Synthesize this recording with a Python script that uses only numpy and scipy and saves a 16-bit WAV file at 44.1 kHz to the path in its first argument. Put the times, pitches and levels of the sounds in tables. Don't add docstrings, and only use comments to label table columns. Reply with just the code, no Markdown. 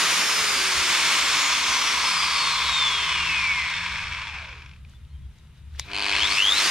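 import sys
import numpy as np
from scipy import signal
from scipy.fft import rfft, irfft, next_fast_len
from scipy.io import wavfile
from scipy.ndimage import uniform_filter1d

SR = 44100
rng = np.random.default_rng(int(sys.argv[2]) if len(sys.argv) > 2 else 0)


def dump(signal):
    limited = np.clip(np.atleast_2d(signal).T, -1, 1)
    pcm = np.round(limited * 32767).astype(np.int16)
    wavfile.write(sys.argv[1], SR, pcm)


N = 295470

# frequency in Hz, width in Hz, relative level in dB.
HOUSING_MODES = [(992, 124, -6.5), (1160, 190, -4.5), (1594, 250, -7), (2163, 190, 0), (2300, 198, 1.5),
                 (2567, 360, -0.5), (3100, 347, -2), (3355, 270, -0.5), (4323, 330, -4.5), (4700, 310, -10),
                 (5290, 370, -5.5), (6180, 490, -10), (7120, 620, -13), (7890, 330, -14.5),
                 (8560, 410, -17)]
# frequency in Hz, width in Hz, share removed.
VALLEYS = [(2950, 200, 0.18), (4020, 210, 0.25), (5870, 290, 0.21), (7630, 270, 0.28)]
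# frequency in Hz, relative density in dB per Hz.
AIR_SPECTRUM = [(100, -41), (150, -17), (210, -17.5), (378, -16), (585, -14.5), (857, -11.5), (1110, -3.5),
                (1770, -5), (2210, -2.5), (3740, -6), (5280, -9.5), (6940, -10.5), (8300, -19.5),
                (9100, -14.5), (9900, -20), (12400, -26.5), (14000, -34), (15400, -45)]
# multiple of the rotor speed, level in dB against the bar rate.
BAR_PATTERN = [(19, -16), (20, -13), (21, -10), (22, -15), (24, 0), (25, -18), (26, -14), (27, -10),
               (29, -14), (32, -20), (34, -21), (36, -20), (37, -18), (38, -22), (39, -21), (40, -18),
               (45, -14), (46, -23), (48, -15), (49, -22), (51, -15), (53, -25), (56, -26)]
# frequency in Hz, level in dB.
COAST_WHINE = [(300, -70), (900, -53), (1400, -49), (1700, -44), (1930, -41), (2080, -30), (2230, -24.5),
               (2400, -25.5), (2600, -28), (2850, -34), (3200, -32), (3450, -24.5), (3750, -27),
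               (3935, -40), (4150, -31), (4450, -29.5), (4800, -33), (5170, -29.5), (5360, -42),
               (5600, -35), (5900, -33), (6370, -38), (6700, -34), (7340, -39), (8100, -48), (9000, -42),
               (10000, -52), (11000, -62)]
# bar rate in Hz, level in dB.
POWERED_WHINE = [(1200, -75), (2200, -46), (2500, -36), (2950, -32), (3250, -20.5), (3700, -27),
                 (4050, -36), (4450, -27), (4800, -33), (5200, -35), (5700, -44), (6300, -40), (7000, -50)]
# frequency in Hz, gain in dB.
RADIATION = [(300, 0), (7500, 0), (10000, -5), (12000, -16), (16000, -30)]
# multiple of the rotor speed, level in dB, best speed in turns per s, spread in octaves.
SHAKE_ORDERS = [(1, -45, 390, .2), (1, -54, 270, .4), (3, -56, 120, .3), (3, -42, 390, .12),
                (6, -42, 190, .1), (12, -32, 430, .15), (48, -39, 75, .07), (48, -43, 50, .17),
                (37, -45, 72, .15), (45, -48, 58, .12), (13, -41, 300, .3), (15, -43, 260, .25),
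                (16, -44, 135, .3), (27, -54, 50, .25), (29, -53, 46, .25)]
# multiple of the rotor speed, level in dB, best speed in turns per s, spread in octaves.
LOADED_TONES = [(12, -20, 265, .29), (32, -34, 105, .14), (48, -44, 185, .08)]
# time in seconds, level in dB.
RUMBLE_LEVEL = [(0, -58), (.5, -55), (1.2, -56.5), (2, -54), (2.7, -51.5), (4.1, -45.5), (5.2, -48),
                (6.2, -50), (6.7, -54.5)]
# frequency in Hz, width in Hz, relative level in dB, share of the swells.
RUMBLE_BANDS = [(70.8, 18.4, 1, 0.95), (130, 82, -3.5, 0.43)]
# centre in seconds, width in seconds, change in dB.
RUMBLE_SWELLS = [(.8, 0.051, 17), (1.33, .06, 8), (1.7, 0.05, 7), (2.68, .07, 8), (3.22, .1, 5),
                 (4.1, 0.16, 4.5), (5.22, 0.1, 11), (5.47, 0.16, -5), (5.75, 0.18, 8.5), (6.06, 0.046, -6),
                 (6.23, .08, 8)]
# start in seconds, end in seconds, mean frequency in Hz, rms level in dB.
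DRONES = [(-.1, 1.5, 168, -56.5), (2, 3.2, 164, -54), (3, 4.35, 173, -52.5), (3, 4.3, 95, -55.5)]
# frequency in Hz, relative density in dB per Hz.
SHOP_SPECTRUM = [(110, -28), (180, -11), (213, -4.5), (292, -18), (339, -15), (639, -22.5), (1300, -18.5),
                 (2940, -20), (3820, -21), (4190, -28), (8000, -34), (9700, -31), (10500, -37),
                 (15400, -45)]
# centre in seconds, width in seconds, level in dB.
RUSTLES = [(4.92, .05, -61.5), (5.39, 0.064, -66), (5.58, 0.044, -66), (5.792, 0.008, -48),
           (5.85, 0.11, -54), (5.15, 0.19, -78)]
# time in seconds, relative level in dB.
LAST_TEETH = [(4.403, -37), (4.4484, -29), (4.4878, -33), (4.514, -37), (4.5622, -41), (4.594, -38),
              (4.6194, -32.5), (4.659, -35), (4.691, -39), (4.7114, -39), (4.7333, -41), (4.7603, -45),
              (4.847, -40.5)]
# time in seconds, peak in dB, ring in Hz.
TICKS = [(4.896, -48, 6800), (4.935, -49, 1500), (5.050, -51, 3200), (5.385, -51, 5500), (5.437, -53, 1500),
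         (5.472, -49, 3500), (5.748, -43, 1500), (5.761, -48, 4800), (5.778, -43, 1600), (5.792, -36, 2600)]
# frequency in Hz, width in Hz, relative level in dB.
SWITCH_MODES = [(1100, 700, -7), (2350, 800, -3), (3650, 700, 2), (4900, 1000, -6), (6200, 1100, -13),
                (8900, 1200, -17)]
# frequency in Hz, width in Hz, peak in dB, decay in seconds.
SWITCH_TAIL = [(2400, 450, -44, .03), (3800, 650, -38, .016), (5200, 1200, -50, .014),
               (9000, 2000, -55, .012)]
# start in seconds, length in seconds, start in Hz, end in Hz, relative level in dB.
CHIRPS = [(4.93, 0.052, 3500, 3480, -63), (5.08, .07, 4150, 4280, -72), (5.11, 0.082, 3170, 3160, -67),
          (5.206, .07, 3350, 3300, -71), (5.36, .06, 3800, 3850, -73), (5.53, 0.11, 3800, 3760, -72)]
# frequency in Hz, width in Hz, relative level in dB.
PINION_MODES = [(1020, 230, -8.5), (2310, 220, -5), (2580, 150, 0), (3060, 240, -3.5), (4190, 380, -1.5),
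                (4690, 490, -5), (6400, 500, -18), (8530, 490, -17), (11600, 1500, -31)]
# time in seconds, relative strike level in dB.
FIRST_KNOCKS = [(5.9044, -33), (5.9155, -25), (5.9334, -17), (5.9464, -15.5), (5.9547, -15),
                (5.9647, -12.5), (5.9757, -14), (5.9848, -12), (5.995, -13), (6.004, -14), (6.016, -14),
                (6.0238, -10), (6.035, -13), (6.044, -10.5), (6.0553, -14), (6.0644, -11), (6.0744, -14),
                (6.0836, -12), (6.095, -10.5)]
# frequency in Hz, level in dB against the hum level.
HUM_TONES = [(199.2, -1), (301.5, 3.5), (398.4, 4.5), (500.6, -10), (602.9, -6), (699.8, 6), (802.1, -18),
             (904.4, -14)]
# frequency in Hz, likeness from 0 to 1.
LIKENESS = [(60, .997), (600, .98), (2500, .97), (4000, .95), (13000, .93)]
# frequency in Hz, gain in dB.
SPREAD = [(60, -19), (200, -14), (600, -12), (1200, -18), (2500, -14), (4500, -7.5), (6500, -5), (8500, -4),
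          (13000, -2.5)]
# frequency in Hz, left minus right in dB.
LEAN = [(60, 2), (130, 0.5), (290, 2), (640, 0), (1410, 1.5), (3100, 3), (6820, 2), (15000, -6)]
# time in seconds, left minus right in dB.
PAN = [(0, 1), (2.5, 1.8), (4.8, 2.5), (5.85, 3), (6.05, 2.5), (6.45, 2.5), (6.7, 1)]

COAST_FROM_TPS, FRICTION, VISCOUS, FAN_DRAG = 498.56, 67.27, .05154, 4.182e-4
POWER_ON_S, SLOW_RAMP, FULL_RAMP_S, FAST_RAMP = 5.822, 329, 6.235, 590
CURRENT_ON_S, CURRENT_RISE_S = 5.85, 0.078
MAINS_HZ, PULSE_AT_S = 50, 6.0047

MESH_TEETH = 12
RATTLE_DB, RATTLE_KNEE_TPS, RATTLE_FALL_DB_PER_DECADE = -42, 39.2, 26
SKIM_FROM_TPS, SKIM_LOSS_DB, SKIM_BRIGHTENS_DB = 350, 0.23, 0.066
RATTLE_TILT_DB, TILT_PER_DOUBLING_DB = -0.34, 3
BRIGHTEST_HZ = 6850
ONCE_A_TURN_DB = 2
THROB_DB = 2.5
POWERED_RATTLE_DB, POWERED_SKIM_SHARE = 1.5, 0.93
UNMESHED_S, UNMESHED_WIDTH_S, UNMESHED_DB = 5.96, 0.11, -4
LOADED_S, LOADED_WIDTH_S, LOADED_DB = 6.48, 0.062, -23.5
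LOW_MODES_DB, LOW_LIFT_DB, LOW_BEST_TPS, LOW_SPREAD_OCT = -8, 12.5, 222, 1.26
POWERED_LOW_MODES_DB = -5
SLOW_RING_DB, SLOW_RING_TPS = 5, 48
TOUCH_TOP_HZ = 4500

AIR_DB, AIR_DB_PER_DOUBLING = -22.5, 6
SLOTS = 12
OVERTONE_FADE_FROM_TPS, OVERTONE_FADE_DB = 210, 16
POWERED_PATTERN_DB = -9

DRONE_FADE_S, DRONE_WAVER_HZ, DRONE_WAVER_DB = 0.14, 4.61, 2.5
HUSH_DB, HUSH_SPREAD_DB = -62.5, 4
SWITCH_S, SWITCH_DB, SWITCH_TOP_HZ = 5.7958, -13, 7500
KNOCK_DB, WEAK_HALF_DB, KNOCK_FADE_FROM_TPS, KNOCK_FADE_DB = -12, 0.5, 118, 0.4
BOUNCE_S, BOUNCE_DB = .0007, -8.5
HUM_DB, HUM_FADE_FROM_TPS, HUM_FADE_DB = -51.5, 190, 0.3
CUTOFF_HZ = 15750


def amp(db):
    return 10 ** (np.asarray(db) / 20)


def rms_one(x):
    return x / np.sqrt(np.mean(x ** 2) + 1e-20)


def peak_at(x, db):
    return amp(db) * x / np.max(np.abs(x))


def in_time(rows):
    s, *columns = np.transpose(rows)
    return [np.interp(np.arange(N) / SR, s, column) for column in columns]


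def at_hz(points, hz):
    points = np.array(points)
    return np.interp(np.log(hz + 1), np.log(points[:, 0] + 1), points[:, 1])


def swell(s, width_s):
    return np.exp(-((np.arange(N) / SR - s) / width_s) ** 2)


def drift(rate_hz):
    r = np.exp(-80 * np.pi * rate_hz / SR)
    noise = rng.standard_normal(N // 40 + 2002)
    slow = signal.lfilter([1], [1, -2 * r, r * r], noise)[2000:]
    return np.interp(np.arange(N) / 40, np.arange(len(slow)), rms_one(slow))


def lowpass(x, top_hz):
    return signal.sosfilt(signal.butter(2, top_hz, fs=SR, output="sos"), x)


def resonate(x, hz, width_hz):
    r, w = np.exp(-np.pi * width_hz / SR), 2 * np.pi * hz / SR
    return signal.lfilter([0, np.sin(w)], [1, -2 * r * np.cos(w), r * r], x + 1e-18)


def clicks_at(seconds, db):
    out = np.zeros(N)
    out[np.round(np.asarray(seconds) * SR).astype(int)] = amp(db)
    return out


def scratchy(clicks, length_s):
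    t = np.arange(round(5 * length_s * SR)) / SR
    burst = np.diff(rng.standard_normal(len(t)) * t * np.exp(-t / length_s))
    return signal.fftconvolve(clicks, burst / np.sqrt(np.sum(burst ** 2)))[:N]


def coloured_noise(spectrum):
    gain = amp(at_hz(spectrum, np.fft.rfftfreq(N, 1 / SR)))
    return rms_one(irfft(rfft(rng.standard_normal(N)) * gain, N))


def strike(modes, hits, brightness=0, low_db=0, ring_db=0):
    out = 0
    for i, (hz, width_hz, db) in enumerate(modes):
        tilt_db = brightness * np.log2(min(hz, BRIGHTEST_HZ) / 2000)
        lift_db = low_db * (hz < 1300) + ring_db * (2250 < hz < 2700)
        gain = (-1) ** i * amp(db + tilt_db + lift_db) * np.sqrt(width_hz / 200)
        out = out + gain * resonate(hits, hz, width_hz)
    return out


def rotor_speed():
    coast = [COAST_FROM_TPS]
    for _ in range(N * 1000 // SR + 1):
        tps = coast[-1]
        drag = FRICTION + VISCOUS * tps + FAN_DRAG * tps ** 2
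        coast.append(max(tps - drag / 1000, 0))
    t = np.arange(N) / SR
    slow = SLOW_RAMP * np.clip(t - POWER_ON_S, 0, FULL_RAMP_S - POWER_ON_S)
    fast = FAST_RAMP * np.maximum(t - FULL_RAMP_S, 0)
    return np.interp(t * 1000, np.arange(len(coast)), coast) + slow + fast


def rattle_law(speed, current, powered):
    skim = np.maximum(speed - SKIM_FROM_TPS, 0)
    level_db = RATTLE_DB - RATTLE_FALL_DB_PER_DECADE * np.log10(1 + (RATTLE_KNEE_TPS / (speed + 1)) ** 2)
    level_db = level_db - SKIM_LOSS_DB * skim * (1 - powered + POWERED_SKIM_SHARE * powered)
    once_a_turn = np.sin(2 * np.pi * np.cumsum(speed) / SR)
    level_db = level_db + ONCE_A_TURN_DB * np.clip(speed / 120, 0, 1) * once_a_turn
    level_db = level_db + LOADED_DB * swell(LOADED_S, LOADED_WIDTH_S)
    level_db = level_db + UNMESHED_DB * swell(UNMESHED_S, UNMESHED_WIDTH_S)
    level_db = level_db + THROB_DB * (current - powered) + POWERED_RATTLE_DB * powered
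    brightness = RATTLE_TILT_DB + TILT_PER_DOUBLING_DB * np.log2((speed + 10) / 200)
    brightness = brightness + SKIM_BRIGHTENS_DB * skim
    octaves_off = np.log2(speed / LOW_BEST_TPS + 0.0011)
    low_db = LOW_MODES_DB + LOW_LIFT_DB * np.exp(-(octaves_off / LOW_SPREAD_OCT) ** 2)
    low_db = low_db + POWERED_LOW_MODES_DB * powered
    ring_db = SLOW_RING_DB / (1 + (speed / SLOW_RING_TPS) ** 2)
    return level_db, brightness, low_db, ring_db


def gear_rattle(speed, level_db, brightness, low_db, ring_db):
    born = rng.random(N) < (250 + 3.0 * MESH_TEETH * speed) / SR
    strength = amp(2.44 * np.minimum(rng.exponential(1, N), 4))
    hits = born * strength * rng.choice([-1, 1], N)
    even = hits / np.sqrt(uniform_filter1d(hits ** 2, size=SR // 10) + 1e-4)
    return amp(level_db + 0.86 * drift(44)) * strike(HOUSING_MODES, even, brightness, low_db, ring_db)


def fan_air(speed):
    air = coloured_noise(AIR_SPECTRUM)
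    low = lowpass(air, 5000)
    doublings = np.log2(speed / 400 + 0.0012)
    level = amp(AIR_DB + AIR_DB_PER_DOUBLING * doublings + 1.0 * drift(6.0))
    return level * (low + amp(3.0 * doublings) * (air - low))


def with_valleys(x):
    for hz, width_hz, share in VALLEYS:
        x = x - share * signal.lfilter(*signal.iirpeak(hz, hz / width_hz, SR), x)
    return x


def rotor_tones(speed, current, powered):
    turn = 2 * np.pi * np.cumsum(speed) / SR
    rough = .95 * powered * drift(120)
    bar_rate = 2 * SLOTS * speed
    fade_db = OVERTONE_FADE_DB * np.minimum(np.log2(speed / OVERTONE_FADE_FROM_TPS + 1e-3), 0)
    upper_db = at_hz(COAST_WHINE, bar_rate) + fade_db
    powered_db = at_hz(POWERED_WHINE, bar_rate)

    def tone(k):
        phase = k * turn + rng.uniform(0, 2 * np.pi) + rough
        return np.sqrt(2) * np.sin(phase) * (k * speed < .4 * SR)

    def bell_db(best_tps, spread_oct):
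        return -4.4 * (np.log2(speed / best_tps + 1e-3) / spread_oct) ** 2

    def bar_db(k):
        if k > 30:
            coasting_db = upper_db + at_hz(RADIATION, k * speed)
        else:
            coasting_db = at_hz(COAST_WHINE, k * speed)
        level_db = (1 - powered) * coasting_db + powered * powered_db - 40 * (speed < 5)
        return level_db + POWERED_PATTERN_DB * powered * (k != 2 * SLOTS)

    bars = sum(amp(db + bar_db(k) + 1.3 * drift(14)) * tone(k) for k, db in BAR_PATTERN)
    shake = 0
    for k, db, best_tps, spread_oct in SHAKE_ORDERS:
        coasting_only = 1 - powered * (k > SLOTS)
        shake = shake + amp(db + bell_db(best_tps, spread_oct)) * tone(k) * coasting_only
    loaded = 0
    for k, db, best_tps, spread_oct in LOADED_TONES:
        loaded = loaded + amp(db + bell_db(best_tps, spread_oct) + 3.0 * drift(60)) * tone(k)
    return (1 - powered + current) * bars + shake + current * loaded


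def rumble():
    t = np.arange(N) / SR
    level_db = in_time(RUMBLE_LEVEL)[0]
    swells_db = sum(db * swell(s, width_s) for s, width_s, db in RUMBLE_SWELLS)
    out = np.zeros(N)
    for hz, width_hz, db, share in RUMBLE_BANDS:
        noise = rng.standard_normal(N)
        band = rms_one(resonate(resonate(noise, hz, width_hz), hz, width_hz))
        out += amp(level_db + db + share * swells_db) * band
    for start, end, hz, db in DRONES:
        level = amp(db + DRONE_WAVER_DB * drift(4.2))
        fade = np.clip(np.minimum(t - start, end - t) / DRONE_FADE_S, 0, 1)
        phase = 2 * np.pi * np.cumsum(hz + DRONE_WAVER_HZ * drift(1.97)) / SR
        out += level * fade * np.sqrt(2) * np.sin(phase)
    return out


def hush():
    rustle = rms_one(resonate(rng.standard_normal(N), 3400, 2430.0))
    rustling = sum(amp(db) * swell(s, width_s) for s, width_s, db in RUSTLES)
    return amp(HUSH_DB) * coloured_noise(SHOP_SPECTRUM) + rustling * amp(2.0 * drift(38.7)) * rustle


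def last_teeth():
    touches = 0
    for s, db in LAST_TEETH:
        contact = scratchy(clicks_at([s], 0), 0.0014)
        touches = touches + peak_at(strike(HOUSING_MODES, contact, -7.5, -7, SLOW_RING_DB), db + 1.5)
    return lowpass(touches, TOUCH_TOP_HZ)


def handling():
    out = np.zeros(N)
    for s, db, hz in TICKS:
        scratch = scratchy(clicks_at([s], 0), .0006)
        out += peak_at(resonate(resonate(scratch, hz, .5 * hz), hz, .7 * hz), db)
    snap = sum(scratchy(clicks_at([s], 0), .0005) for s in (SWITCH_S, SWITCH_S + .0013))
    modes = sum(amp(db) * resonate(snap, hz, width_hz) for hz, width_hz, db in SWITCH_MODES)
    out += peak_at(lowpass(modes, SWITCH_TOP_HZ), SWITCH_DB)
    for hz, width_hz, db, decay_s in SWITCH_TAIL:
        buzz = scratchy(clicks_at([SWITCH_S], 0), decay_s)
        out += peak_at(resonate(resonate(buzz, hz, width_hz), hz, 2 * width_hz), db)
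    return out


def birds():
    out = np.zeros(N)
    for s, length_s, start_hz, end_hz, db in CHIRPS:
        n = round(length_s * SR)
        phase = 2 * np.pi * np.cumsum(np.linspace(start_hz, end_hz, n)) / SR
        out[round(s * SR):][:n] += 2 * amp(db) * np.sin(phase) * np.hanning(n)
    return out


def mains_drive(speed, powered):
    t = np.arange(N) / SR
    knock_db = KNOCK_DB - KNOCK_FADE_DB * np.maximum(speed - KNOCK_FADE_FROM_TPS, 0)
    hum_db = HUM_DB - HUM_FADE_DB * np.maximum(speed - HUM_FADE_FROM_TPS, 0)
    half_cycle = np.arange(10, 69)
    chance = rng.standard_normal((len(half_cycle), 2))
    times = PULSE_AT_S + half_cycle / (2 * MAINS_HZ) + .0005 * chance[:, 0]
    levels_db = np.interp(times, t, knock_db) - WEAK_HALF_DB * (half_cycle % 2) + 1.3 * chance[:, 1]
    first_s, first_db = np.transpose(FIRST_KNOCKS)
    times = np.append(times, first_s)
    levels_db = np.append(levels_db, first_db)
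    before_s, after_s = BOUNCE_S * rng.uniform(.4, 1.6, (2, len(times)))
    hits = clicks_at(times, levels_db)
    hits -= clicks_at(times - before_s, levels_db + BOUNCE_DB)
    hits -= clicks_at(times + after_s, levels_db + BOUNCE_DB)
    knocks = amp(-5) * strike(PINION_MODES, hits)
    hum = 0
    for hz, db in HUM_TONES:
        phase = 2 * np.pi * hz * t + rng.uniform(0, 2 * np.pi)
        hum = hum + amp(db + 2.0 * drift(10.0)) * np.sin(phase)
    return knocks + powered * amp(hum_db) * hum


def two_ports(x, wide, pan_db):
    size = next_fast_len(N + SR // 2)
    hz = np.fft.rfftfreq(size, 1 / SR)
    alike = np.clip(at_hz(LIKENESS, hz), 0, 1)
    t = np.arange(SR // 4) / SR
    tails = rng.standard_normal((2, len(t))) * amp(-60 * t / 0.045) * (t > .001)
    echoes = rfft(tails / np.sqrt(np.sum(tails ** 2, axis=1, keepdims=True)), size)
    side = np.array([[.5], [-.5]])
    direct = np.exp(-2j * np.pi * hz / SR * (side + .5))
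    heard = rfft(x, size) * (np.sqrt(alike) * direct + np.sqrt(1 - alike) * echoes)
    heard = heard + 2 * side * direct * rfft(wide, size) * amp(at_hz(SPREAD, hz))
    leaned = irfft(amp(side * at_hz(LEAN, hz)) * heard, size)[:, :N]
    return leaned * amp(side * (pan_db - 3.0))


def scene():
    t = np.arange(N) / SR
    speed = rotor_speed()
    powered = np.clip((t - CURRENT_ON_S) / CURRENT_RISE_S, 0, 1)
    pulses = np.cos(np.pi * 2 * MAINS_HZ * (t - PULSE_AT_S + .001)) ** 2
    current = powered * (.08 + 1.5 * pulses)
    law = rattle_law(speed, current, powered)

    def roar():
        return with_valleys(gear_rattle(speed, *law) + fan_air(speed))

    tool = roar() + rotor_tones(speed, current, powered) + last_teeth() + mains_drive(speed, powered)
    near = tool + rumble() + hush() + handling() + birds()
    wide = roar() + rumble() + amp(HUSH_SPREAD_DB) * hush()
    return two_ports(near, wide, in_time(PAN)[0])


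def record(dry):
    return signal.sosfilt(signal.cheby2(12, 60, CUTOFF_HZ, fs=SR, output="sos"), dry)


dry = scene()
out = record(dry)
dump(out)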